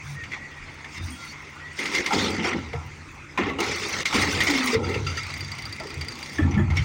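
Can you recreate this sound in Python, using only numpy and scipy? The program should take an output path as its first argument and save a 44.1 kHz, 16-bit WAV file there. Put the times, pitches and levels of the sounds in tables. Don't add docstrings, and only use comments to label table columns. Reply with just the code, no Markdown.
import sys
import numpy as np
from scipy import signal
from scipy.fft import rfft, irfft, next_fast_len
from scipy.io import wavfile
from scipy.ndimage import uniform_filter1d, map_coordinates

SR = 44100
rng = np.random.default_rng(int(sys.argv[2]) if len(sys.argv) > 2 else 0)


def pcm_store(signal):
    levels = np.round(np.clip(np.atleast_2d(signal), -1, 1) * 32767)
    wavfile.write(sys.argv[1], SR, levels.astype(np.int16).T)


N = 301688
GRID_S = np.arange(0, N / SR, .001)


def amp(db):
    return 10 ** (np.asarray(db) / 20)


def decibels(power):
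    return 10 * np.log10(power)


def unit(x):
    return x / np.sqrt(np.mean(x ** 2) + 1e-20)


def add_at(out, start_s, sound):
    out[round(start_s * SR):][:len(sound)] += sound


def curves(rows):
    s, *columns = np.transpose(rows)
    return [np.interp(np.arange(N) / SR, s, column) for column in columns]


def wobble(rate):
    knots = rng.standard_normal(int(N * rate / SR) + 4)
    return map_coordinates(knots, [np.arange(N) * rate / SR])


def filtered(x, response):
    m = next_fast_len(N + SR // 2)
    spectrum = rfft(x, m) * response(np.fft.rfftfreq(m, 1 / SR))
    return irfft(spectrum, m)[..., :N]


def colour(points):
    f, db = np.transpose(points)
    return lambda hz: amp(np.interp(np.log(hz + 1), np.log(f + 1), db))


def resonant(modes):
    def response(f):
        return sum((-1) ** k * amp(db) * 1j * f * width / (hz * hz - f * f + 1j * f * width)
                   for k, (hz, width, db) in enumerate(modes))
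    return response


def patchy(patchy_db):
    z = signal.stft(rng.standard_normal(N), nperseg=512)[2]
    field = uniform_filter1d(rng.standard_normal(z.shape), 6, 0)
    field = uniform_filter1d(field, 8, 1)
    return unit(signal.istft(z * amp(patchy_db * unit(field)), nperseg=512)[1][:N])


def jolts(rate, spread_db, t60):
    kicks = (rng.random(N) < rate / SR) * amp(spread_db * rng.standard_normal(N))
    return signal.lfilter([1], [1, -amp(-60 / (t60 * SR))], kicks)


def wavering(hz, waver_hz, rate):
    return np.sqrt(2) * np.sin(2 * np.pi * np.cumsum(hz + waver_hz * wobble(rate)) / SR)


# t/s, relative level/dB, strongest ring f/Hz, relative rim knock level/dB against the blow
STEEL_BLOWS = [(0.2364, -21, 2214, -16.5), (0.3177, -18, 2075, -34), (0.844, -22, 1854, -12.5),
               (1.7893, -13.5, 2142, -38.5), (1.8557, -13, 2135, -31.5), (1.935, -15.5, 2322, -33),
               (1.949, -8.5, 2089, -29.5), (2.0612, -9.5, 2112, -12.5), (2.106, -18, 2170, 7),
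               (2.4418, -17, 2058, 2.5), (2.7304, -21.5, 2182, 0), (3.3755, -11.5, 2447, -5.5),
               (3.5864, -17, 2864, 2.5), (3.603, -12.5, 2099, -9), (4.0552, -7.5, 2156, -29.5),
               (4.1265, -13.5, 2276, 0.5), (4.215, -11, 2053, -30), (4.4044, -6.5, 1849, -17),
               (4.6728, -11.5, 2147, -31), (4.9418, -16.5, 2650, -12.5), (5.069, -18, 2750, -19.5),
               (5.175, -16.5, 1907, -30.5), (5.7982, -23, 1986, -3), (6.012, -19.5, 2263, -13),
               (6.511, -21.5, 5960, -7), (6.5413, -19, 2203, -31), (6.702, -18.5, 2094, -4.5),
               (6.769, -15.5, 5550, -15.5), (6.771, -11.5, 2201, -30.5), (6.792, -21, 3050, -30)]
# f/Hz, width/Hz, relative level/dB
ARM_MODES = [(1336.4, 20.4, -6.5), (1802, 55, -3), (1937.7, 150, 1), (2092, 139, 3.5), (2169.3, 40.3, 8.5),
             (2346, 75, -0.5), (2771, 70, -2), (3489, 400, -7.5), (4626, 168, -4.5), (6090, 954, -6.5)]
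# f/Hz, width/Hz, relative level/dB
RIM_MODES = [(781.8, 163, -1.5), (1008.5, 330, -4.5), (1350.7, 90, -1)]
RING_T60_S = 0.0872


def clanks():
    chatter, crack, knock, ring = np.zeros((4, N + SR))
    t = np.arange(SR // 3) / SR
    for s, db, hz, knock_db in STEEL_BLOWS:
        shape = amp(db - 60 * t / 0.1356) * (1 - np.exp(-t / 0.00064))
        click = 1 + 0.89 * amp(-60 * t / 0.0022)
        add_at(chatter, s, shape * click * rng.standard_normal(len(t)))
        crack_gain = amp(0.366 * (db + 7.5) - 60 * t / 0.207)
        add_at(crack, s, crack_gain * shape * rng.standard_normal(len(t)))
        knock_gain = amp(knock_db + 60 * t / 0.196)
        add_at(knock, s, knock_gain * shape * rng.standard_normal(len(t)))
        wander = np.cumsum(rng.standard_normal(len(t))) * 0.079
        add_at(ring, s, amp(db - 10 - 60 * t / RING_T60_S) * np.sin(2 * np.pi * hz * t + wander))
    arm = lambda hz: resonant(ARM_MODES)(hz) / (1 + 1j * hz / 7000) ** 4
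    broad = lambda hz: resonant([(3800, 5000, 0)])(hz) / (1 + 1j * hz / 7500) ** 4
    chatter = amp(0.5) * filtered(chatter[:N], arm)
    crack = amp(-5.5) * filtered(crack[:N], broad)
    knock = amp(5.5) * filtered(knock[:N], resonant(RIM_MODES))
    return chatter + crack + knock + ring[:N]


def pings(count):
    at, pitch, size, life = rng.random((count, 4)).T
    t = np.arange(SR // 60) / SR
    hz = 700 * (7000 / 700) ** pitch
    size_db = np.minimum(-3.5 * np.log(1 - size), 10)
    gain = amp(size_db - 2.5 * np.log2(hz / 2600) ** 2)
    fade = amp(-60 * t / (0.01 + 0.05 * life[:, None] ** 2))
    waves = gain[:, None] * fade * np.sin(2 * np.pi * hz[:, None] * t)
    where = (at * N).astype(int)[:, None] + np.arange(len(t))
    return unit(np.bincount(where.ravel(), waves.ravel(), N + len(t))[:N])


# f/Hz, relative level per Hz/dB
STEEL_COLOUR = [(350, -8), (600, -9.5), (833, -6), (1250, -2), (1310, -1.5), (1650, -8.5), (2060, 4.5),
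                (2960, -10.5), (5340, -11), (9000, -24.5), (11700, -55.5), (19800, -120)]


def rattle(level_db):
    loose = np.clip((level_db + 41) / 12, 0, 1)
    contacts = 1 + 0.65 * loose * jolts(rate=80, spread_db=4, t60=0.04)
    broad = unit(filtered(patchy(patchy_db=4.0), colour(STEEL_COLOUR)))
    shaken = filtered(patchy(patchy_db=2.5), lambda hz: 1 / (1 + (hz / 7000) ** 6))
    rung = np.zeros(N)
    for k, mode in enumerate(ARM_MODES):
        come_and_go = amp((0.5 + 2.77 * loose) * wobble(14))
        rung += (-1) ** k * come_and_go * filtered(shaken, resonant([mode]))
    parts = loose * amp(level_db - 8.5) * pings(count=6000)
    return parts + contacts * (amp(level_db - 7.0) * broad + amp(level_db - 12.0) * unit(rung))


def dulled(x, bright_db):
    upper = filtered(x, lambda hz: 1 / (1 + (3600 / (hz + 1)) ** 6))
    upper_gain = amp(0.561 * np.clip(bright_db + 19.0, -40, 5))
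    return x + (upper_gain - 1) * upper


# f/Hz, relative level per Hz/dB
AIR_COLOUR = [(6000, -120), (7000, -20), (9000, -1), (12500, -30), (14200, -11.5), (15500, -5.5)]


def fizz(level_db, bright_db):
    grit = 0.5 + 0.81 * jolts(rate=37, spread_db=6.5, t60=0.0493)
    treble = unit(filtered(patchy(patchy_db=4.0), colour(AIR_COLOUR)))
    return amp(level_db + bright_db - 4.5) * grit * treble


# start t/s, length t/s, starting level/dB, relative level of the upper modes/dB
CLAMP_BURSTS = [(4.83, 0.121, -36.5, -3), (4.944, 0.056, -31.5, -4.5), (5.064, 0.0904, -29, -2.5),
                (5.171, 0.06, -32, -1)]
# f/Hz, width/Hz, relative level/dB
CLAMP_MODES = [(1328.4, 80, 2.5), (2756, 88, -2.5), (3508, 97, -9), (4745, 69, 3.5), (6170, 142, -5.5)]


def jangle():
    t = np.arange(N) / SR
    buzz = amp(2.72 * wobble(90)) * rng.standard_normal(N)
    rung = filtered(buzz, resonant(CLAMP_MODES))
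    rung = unit(filtered(rung, resonant([(hz, 3 * width, 0) for hz, width, _ in CLAMP_MODES])))
    upper = filtered(rung, lambda hz: hz > 4000)
    out = np.zeros(N)
    for s, long, db, upper_db in CLAMP_BURSTS:
        edges = np.clip(np.minimum((t - s) / 0.0017, (s + long - t) / 0.0336), 0, 1)
        burst = amp(db - 8 * (t - s).clip(0, 1) / long) * edges
        out += burst * (rung + (amp(upper_db) - 1) * upper)
    return out


def swells(notes, smear):
    out, rough = np.zeros(N + SR), wobble(200)
    for s, long, hz, db in notes:
        t = np.arange(round(long * SR) + 2) / SR
        swell = np.sin(np.pi * (t / t[-1]) ** 1.4) ** 0.208
        drift = np.cumsum(rough[round(s * SR):][:len(t)]) / SR
        add_at(out, s, amp(db + 8.5) * swell * np.sin(2 * np.pi * hz * (t + smear * drift)))
    return out[:N] * amp(3.5 * wobble(45))


# start t/s, length t/s, f/Hz, relative level/dB
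JOINT_SQUEAKS = [(.15, .1, 1870, -47), (.3, .29, 1930, -50), (.95, .1, 3650, -57), (.93, .06, 5200, -59),
                 (.93, .06, 2700, -57), (1.04, .05, 5750, -60), (1.16, .12, 1375, -48),
                 (1.11, .16, 3300, -57), (1.17, .16, 4450, -57), (1.2, .06, 4850, -59),
                 (1.2, .09, 3700, -59), (1.23, .07, 5950, -60), (1.6, .13, 1925, -44)]
# start t/s, length t/s, f/Hz, relative level/dB
CART_HOOTS = [(.05, 0.13, 143.8, -40.5), (1.08, 0.0798, 236.5, -48.5)]


def squeaks():
    return swells(JOINT_SQUEAKS, smear=0.017) + swells(CART_HOOTS, smear=0.047)


# f/Hz, width/Hz, relative level/dB
CART_MODES = [(187.8, 60.6, -4.5), (240.9, 25.5, -1), (263, 26.6, -2), (338.7, 44.4, -4.5),
              (400.1, 70.1, 2), (488.5, 103.6, 1), (569.9, 98.8, -3)]
# f/Hz, width/Hz, relative level/dB
HOPPER_MODES = [(59.8, 29, -8.5), (86.35, 28, -4), (142.1, 22.05, -6.5)]


def drumming(wall_db, wall_hz, boom_db):
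    beats = 0.8 + jolts(rate=50, spread_db=3.0, t60=0.04)

    def beaten(modes):
        return unit(filtered(beats * rng.standard_normal(N), lambda hz: resonant(modes)(hz) ** 2))

    upper = np.clip((wall_hz - 200) / 220, 0, 1)
    panels = np.sqrt(1 - upper) * beaten(CART_MODES[:4]) + np.sqrt(upper) * beaten(CART_MODES[3:])
    leading = amp(-9.5 + 3.33 * wobble(35)) * wavering(wall_hz, waver_hz=12.606, rate=40)
    wall = amp(-2) * panels + leading + amp(-12.5) * beaten(RIM_MODES)
    hum = amp(1.6 * wobble(18)) * wavering(92, waver_hz=10, rate=20)
    boom = amp(-6.5) * hum + amp(-5.0) * beaten(HOPPER_MODES)
    return amp(wall_db) * wall + amp(boom_db) * boom


# t/s, f/Hz, level/dB
PANEL_KNOCKS = [(2.116, 882.4, -20), (2.736, 467, -23), (2.736, 718.2, -32), (3.3755, 1022, -17),
                (3.394, 340, -19), (3.488, 2030, -24), (3.506, 1130, -26), (3.587, 450.7, -24),
                (4.73, 447.6, -16), (4.748, 450.1, -11), (5.803, 638.3, -30), (6.384, 1760, -20),
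                (6.391, 303.9, -12.5), (6.428, 1770, -25), (6.446, 260, -15), (6.569, 202.5, -13.5),
                (6.576, 1740, -23), (6.592, 350.8, -19.5)]
KNOCK_T60_S = 0.1056


def knocks():
    out, t = np.zeros(N + SR), np.arange(SR // 3) / SR
    for s, hz, db in PANEL_KNOCKS:
        wander = 3e-5 * hz * np.cumsum(rng.standard_normal(len(t)))
        shape = amp(db - 60 * t / KNOCK_T60_S) * (1 - np.exp(-t / 0.002))
        add_at(out, s, shape * np.sin(2 * np.pi * hz * t + wander))
    return out[:N]


# t/s, level/dB
CART_SLAMS = [(2.732, -37.5), (3.377, -24.5), (3.465, -29.5), (6.384, -25), (6.575, -30), (6.592, -27)]
# f/Hz, relative level/dB, t60/s
SHELL_MODES = [(614.2, -9, 0.265), (858.6, -14.5, 0.203), (1138, -14, 0.29), (1252.6, -12, 0.22),
               (1768, -2.5, 0.203), (1967, -8, 0.173), (2368, -13.5, 0.16), (3010, -17, 0.117),
               (3320, -16, 0.25), (6840, -22.5, 0.118)]
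MAX_BEAT_HZ = 35


def slams():
    out, t = np.zeros(N + SR), np.arange(SR // 3) / SR
    onset = 1 - np.exp(-t / 0.00098)
    for s, db in CART_SLAMS:
        for hz, mode_db, t60 in SHELL_MODES:
            wander = .045 * np.cumsum(rng.standard_normal(len(t)))
            fade = amp(db + mode_db + 2 * rng.normal() - 60 * t / t60)
            beat = np.cos(2 * np.pi * MAX_BEAT_HZ * rng.random() * t)
            add_at(out, s, onset * fade * beat * np.sin(2 * np.pi * hz * t + wander))
    return out[:N]


# t/s, f/Hz, level/dB before the throb
LID_GROAN = [(4.47, 312.2, -30), (4.502, 291.2, -26.5), (4.593, 261.5, -28.5), (4.738, 246.5, -32.5),
             (4.8, 254, -46)]


def groan():
    hz, db = curves(LID_GROAN)
    t = np.arange(N) / SR
    on = np.clip(np.minimum(t - LID_GROAN[0][0], LID_GROAN[-1][0] - t) / 0.0135, 0, 1)
    throb_db = 5.03 * np.cos(2 * np.pi * 21 * (t - 4.51))
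    return on * amp(db + throb_db) * wavering(hz, waver_hz=2.36, rate=25)


# t/s, relative ring level/dB
HARD_SEATS = [(5.339, -25.5), (5.407, -21.5), (5.4462, -24.5), (5.517, -19.5), (5.586, -30),
              (5.6538, -23.5), (5.726, -22.5), (5.799, -29), (5.904, -30.5), (6.0115, -23), (6.0838, -21),
              (6.1216, -26.5), (6.228, -26)]
FIRST_LINK_S, LINKS_PER_S, LINK_COUNT = 5.2325, 28.2, 32
LINK_DB, LINK_SPREAD_DB = -33, 2.5


def links():
    s = FIRST_LINK_S + np.arange(LINK_COUNT) / LINKS_PER_S
    db = LINK_DB + LINK_SPREAD_DB * rng.standard_normal(LINK_COUNT)
    hard_s, hard_db = np.transpose(HARD_SEATS)
    nearest = np.round((hard_s - FIRST_LINK_S) * LINKS_PER_S).astype(int)
    s[nearest], db[nearest] = hard_s, hard_db
    return zip(s, db)


# f/Hz, mean relative level/dB, t60/s
LINK_MODES = [(4700.5, 1.5, 0.0582), (4960, -16.5, 0.028)]


def chain():
    ring, tick = np.zeros((2, N + SR))
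    t = np.arange(SR // 8) / SR
    for s, db in links():
        wander = 0.014 * np.cumsum(rng.standard_normal(len(t)))
        rung = np.zeros(len(t))
        for hz, mode_db, t60 in LINK_MODES:
            fade = amp(mode_db + rng.normal(0, 1.69) - 60 * t / t60)
            rung += fade * np.sin(2 * np.pi * (hz * t + rng.random() + wander))
        add_at(ring, s, amp(db - 5) * rung * (1 - np.exp(-t / 0.00126)))
        tick_db = -36.5 + 0.4 * (db + 30) + rng.normal(0, 2)
        add_at(tick, s, amp(tick_db - 60 * t / 0.024) * rng.standard_normal(len(t)))

    def tick_colour(hz):
        steel = amp(14.0) * colour(STEEL_COLOUR)(hz) / (1 + (1500 / (hz + 1)) ** 4)
        return colour(AIR_COLOUR)(hz) + steel

    return ring[:N] + filtered(tick[:N], tick_colour)


# f/Hz, mean level/dB before it sinks
FIRING_ORDERS = [(78, -52.5), (147, -51.5)]
# f/Hz, relative level per Hz/dB
ENGINE_COLOUR = [(18, -46.5), (30, 0.5), (149, -9.5), (174, -30.5), (294, -6), (698, -23), (883, -14),
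                 (2590, -11), (3280, -72.5), (6150, -24), (15800, -60.5)]
ENGINE_NOISE_DB = -46


def engine(rattle_db):
    orders = sum(amp(db + 1.31 * wobble(3.885)) * wavering(hz, waver_hz=2.828, rate=14)
                 for hz, db in FIRING_ORDERS)
    noise = unit(filtered(patchy(patchy_db=4.0), colour(ENGINE_COLOUR)))
    noise *= amp(ENGINE_NOISE_DB + 0.41 * wobble(2.85))
    sink = amp(-.8 * np.clip(rattle_db + 40.0, 0, 30))
    return sink * (orders + noise)


def bouts(s, rise, hold, fall, db):
    s, rise, hold, fall, db = [np.reshape(v, (-1, 1)) for v in (s, rise, hold, fall, db)]
    before = (s - GRID_S).clip(0) / np.abs(rise)
    after = (GRID_S - s - np.abs(hold)).clip(0) / np.abs(fall)
    return amp(2 * (db - 20 * (before + after).clip(0, 10)))


# t/s, rattle level/dB, treble level against rattle/dB, cart wall level/dB,
# hopper boom level/dB before its lumps and sinking
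RESTING = [(0, -39.5, -24.5, -55.5, -57), (.8, -38.5, -26.5, -54.5, -55), (1.7, -38.5, -24, -55.5, -48.5),
           (2.85, -41, -21.5, -52, -57), (3.37, -42.5, -25, -54, -57.5), (4.04, -61, -37, -51, -47.5),
           (4.8, -47, -13.5, -50.5, -55), (5.13, -33.5, -19, -48.5, -39), (5.95, -37, -21.5, -47.5, -40.5),
           (6.37, -36, -10, -47, -44.5), (6.39, -36.5, -21, -42, -32.5), (6.7, -41, -43, -42, -35.5),
           (6.84, -34.5, -12.5, -51, -41)]
REST_WALL_HZ = 214.45
# t/s, rise per 20 dB/s, hold/s, rattle fall per 20 dB/s, rattle level/dB,
# treble level against rattle/dB; the sign of a time is ignored here and below
SHAKE_BOUTS = [(0.096, 0.079, 0.051, 0.105, -45, 2), (0.338, 0.0284, 0, 0.075, -29, -43),
               (0.947, 0.076, 0.035, 0.082, -37.5, -10), (1.029, 0.021, 0.296, 0.088, -54.5, 7.5),
               (1.786, 0.057, 0.185, 0.078, -31, -15), (1.97, 0.168, 0.027, 0.456, -29.5, -15),
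               (2.062, 0.01492, 0.06, 0.06, -38.5, -9.5), (2.127, 0.0182, 0.12, 0.55, -25, -12.5),
               (2.453, 0.0615, 0.039, 0.137, -25.5, -20), (3.389, 0.0104, 0.022, 0.209, -23, -59),
               (3.605, 0.0095, 0, 0.084, -25.5, -7.5), (3.642, 0.056, 0.391, 0.0083, -27.5, -15.5),
               (4.055, 0.0062, 0.0671, 0.075, -29, -14), (4.15, 0.055, 0.085, 0.03, -22, -11),
               (4.246, 0.034, 0.4974, 0.0876, -25.5, -12.5), (4.851, 0.073, 0.139, 0.0767, -33.5, -20),
               (5.069, 0.025, 0.123, 0.203, -41.5, -9.5), (6.77, 0.078, 0, 0.06577, -33, -19.5)]
TREBLE_FADES = 4.87
# t/s, hold/s, fall per 20 dB/s, level/dB, leading f/Hz
WALL_THUDS = [(0.961, 0.1, 0.26, -46, 195.5), (1.794, 0.152, 0.444, -36, 290),
              (1.948, 0.064, 0.2253, -34.5, 338), (2.134, 0.024, 0.4323, -23.5, 300),
              (2.277, 0.034, 0.1976, -30.5, 347.6), (2.389, 0.0315, 0.13, -26.5, 223.2),
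              (2.451, 0.0205, 0.1831, -28, 372.5), (2.519, 0.041, 0.15, -30.5, 229.7),
              (3.39, 0.0898, 0.61, -28.5, 269.8), (3.591, 0.0195, 0.58, -33, 434.8),
              (4.148, .03, 0.37, -25, 277), (4.238, 0.375, 0.4327, -34.5, 334.1),
              (4.77, 0.075, 0.2843, -26, 330.6), (4.89, 0.0328, 0.19, -34, 345.8),
              (5.801, 0.034, 0.64, -40, 337.5), (6.39, 0.0409, 0.32, -29, 221.8),
              (6.449, 0.0816, 0.42, -29, 208.8), (6.571, 0.0264, -0.04, -26.5, 190),
              (6.61, 0.0093, 0.24, -32, 192)]
# t/s, hold/s, fall per 20 dB/s, level/dB
HOPPER_BOOMS = [(0.038, 0.061, 1, -41), (0.986, 0.0713, 0.1241, -30), (2.156, 0.01045, 0.5, -30.5),
                (2.293, 0.0467, 0.46, -38.5), (2.528, 0.053, 0.63, -33.5), (2.759, 0.0216, 0.1661, -29),
                (3.438, 0.026, 0.42, -35), (3.646, 0.071, 0.5, -42), (3.884, 0.0811, 0.5, -42),
                (4.181, 0.243, -0.1, -29.5), (4.767, 0.092, 0.5, -25.5), (5.031, 0.0277, 0.4568, -31),
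                (5.971, 0.058, -0.03, -30.5), (6.429, 0.082, 1.49, -19.5), (6.579, 0.0287, 0.35, -18),
                (6.717, 0.052, 0.25, -24)]
THUD_RISE_S, BOOM_RISE_S = 0.01533, 0.0226
BOOM_SINKS, SINKS_OVER_DB = 2.48, -37


def controls():
    to_grid = lambda curve: np.interp(GRID_S, np.arange(N) / SR, curve)
    rattle_db, treble_db, wall_db, boom_db = [to_grid(curve) for curve in curves(RESTING)]

    s, rise, hold, fall, db, treble_under_db = np.transpose(SHAKE_BOUTS)
    level_db = decibels(amp(2 * rattle_db) + bouts(s, rise, hold, fall, db).sum(0))
    treble = bouts(s, rise, hold, fall / TREBLE_FADES, db + treble_under_db).sum(0)
    bright_db = decibels(amp(2 * (rattle_db + treble_db)) + treble) - level_db

    s, hold, fall, db, hz = np.transpose(WALL_THUDS)
    thuds = bouts(s, THUD_RISE_S, hold, fall, db)
    resting = amp(2 * wall_db)
    wall = decibels(resting + thuds.sum(0))
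    wall_hz = (resting ** 2 * REST_WALL_HZ + hz @ thuds ** 2) / (resting ** 2 + (thuds ** 2).sum(0))

    s, hold, fall, db = np.transpose(HOPPER_BOOMS)
    lumps_db = 5 * to_grid(wobble(8.7))
    sink_db = BOOM_SINKS * np.clip(level_db - SINKS_OVER_DB, 0, 30)
    boom = amp(2 * (boom_db + lumps_db - sink_db)) + bouts(s, BOOM_RISE_S, hold, fall, db).sum(0)
    return curves(np.transpose([GRID_S, level_db, bright_db, wall, wall_hz, decibels(boom)]))


def scene():
    level_db, bright_db, wall_db, wall_hz, boom_db = controls()
    steel = dulled(clanks() + rattle(level_db), bright_db) + fizz(level_db, bright_db) + jangle()
    cart = drumming(wall_db, wall_hz, boom_db) + knocks() + slams() + groan()
    return (steel + squeaks() + cart + chain() + engine(level_db))[None]


TOP_HZ = 15870


def record(dry):
    soft = dry / (1 + np.abs(dry / .6) ** 4) ** (1 / 4)
    return filtered(soft, lambda hz: (hz < TOP_HZ) / (1 + (38 / (hz + 1)) ** 4))


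dry = scene()
out = record(dry)
pcm_store(out)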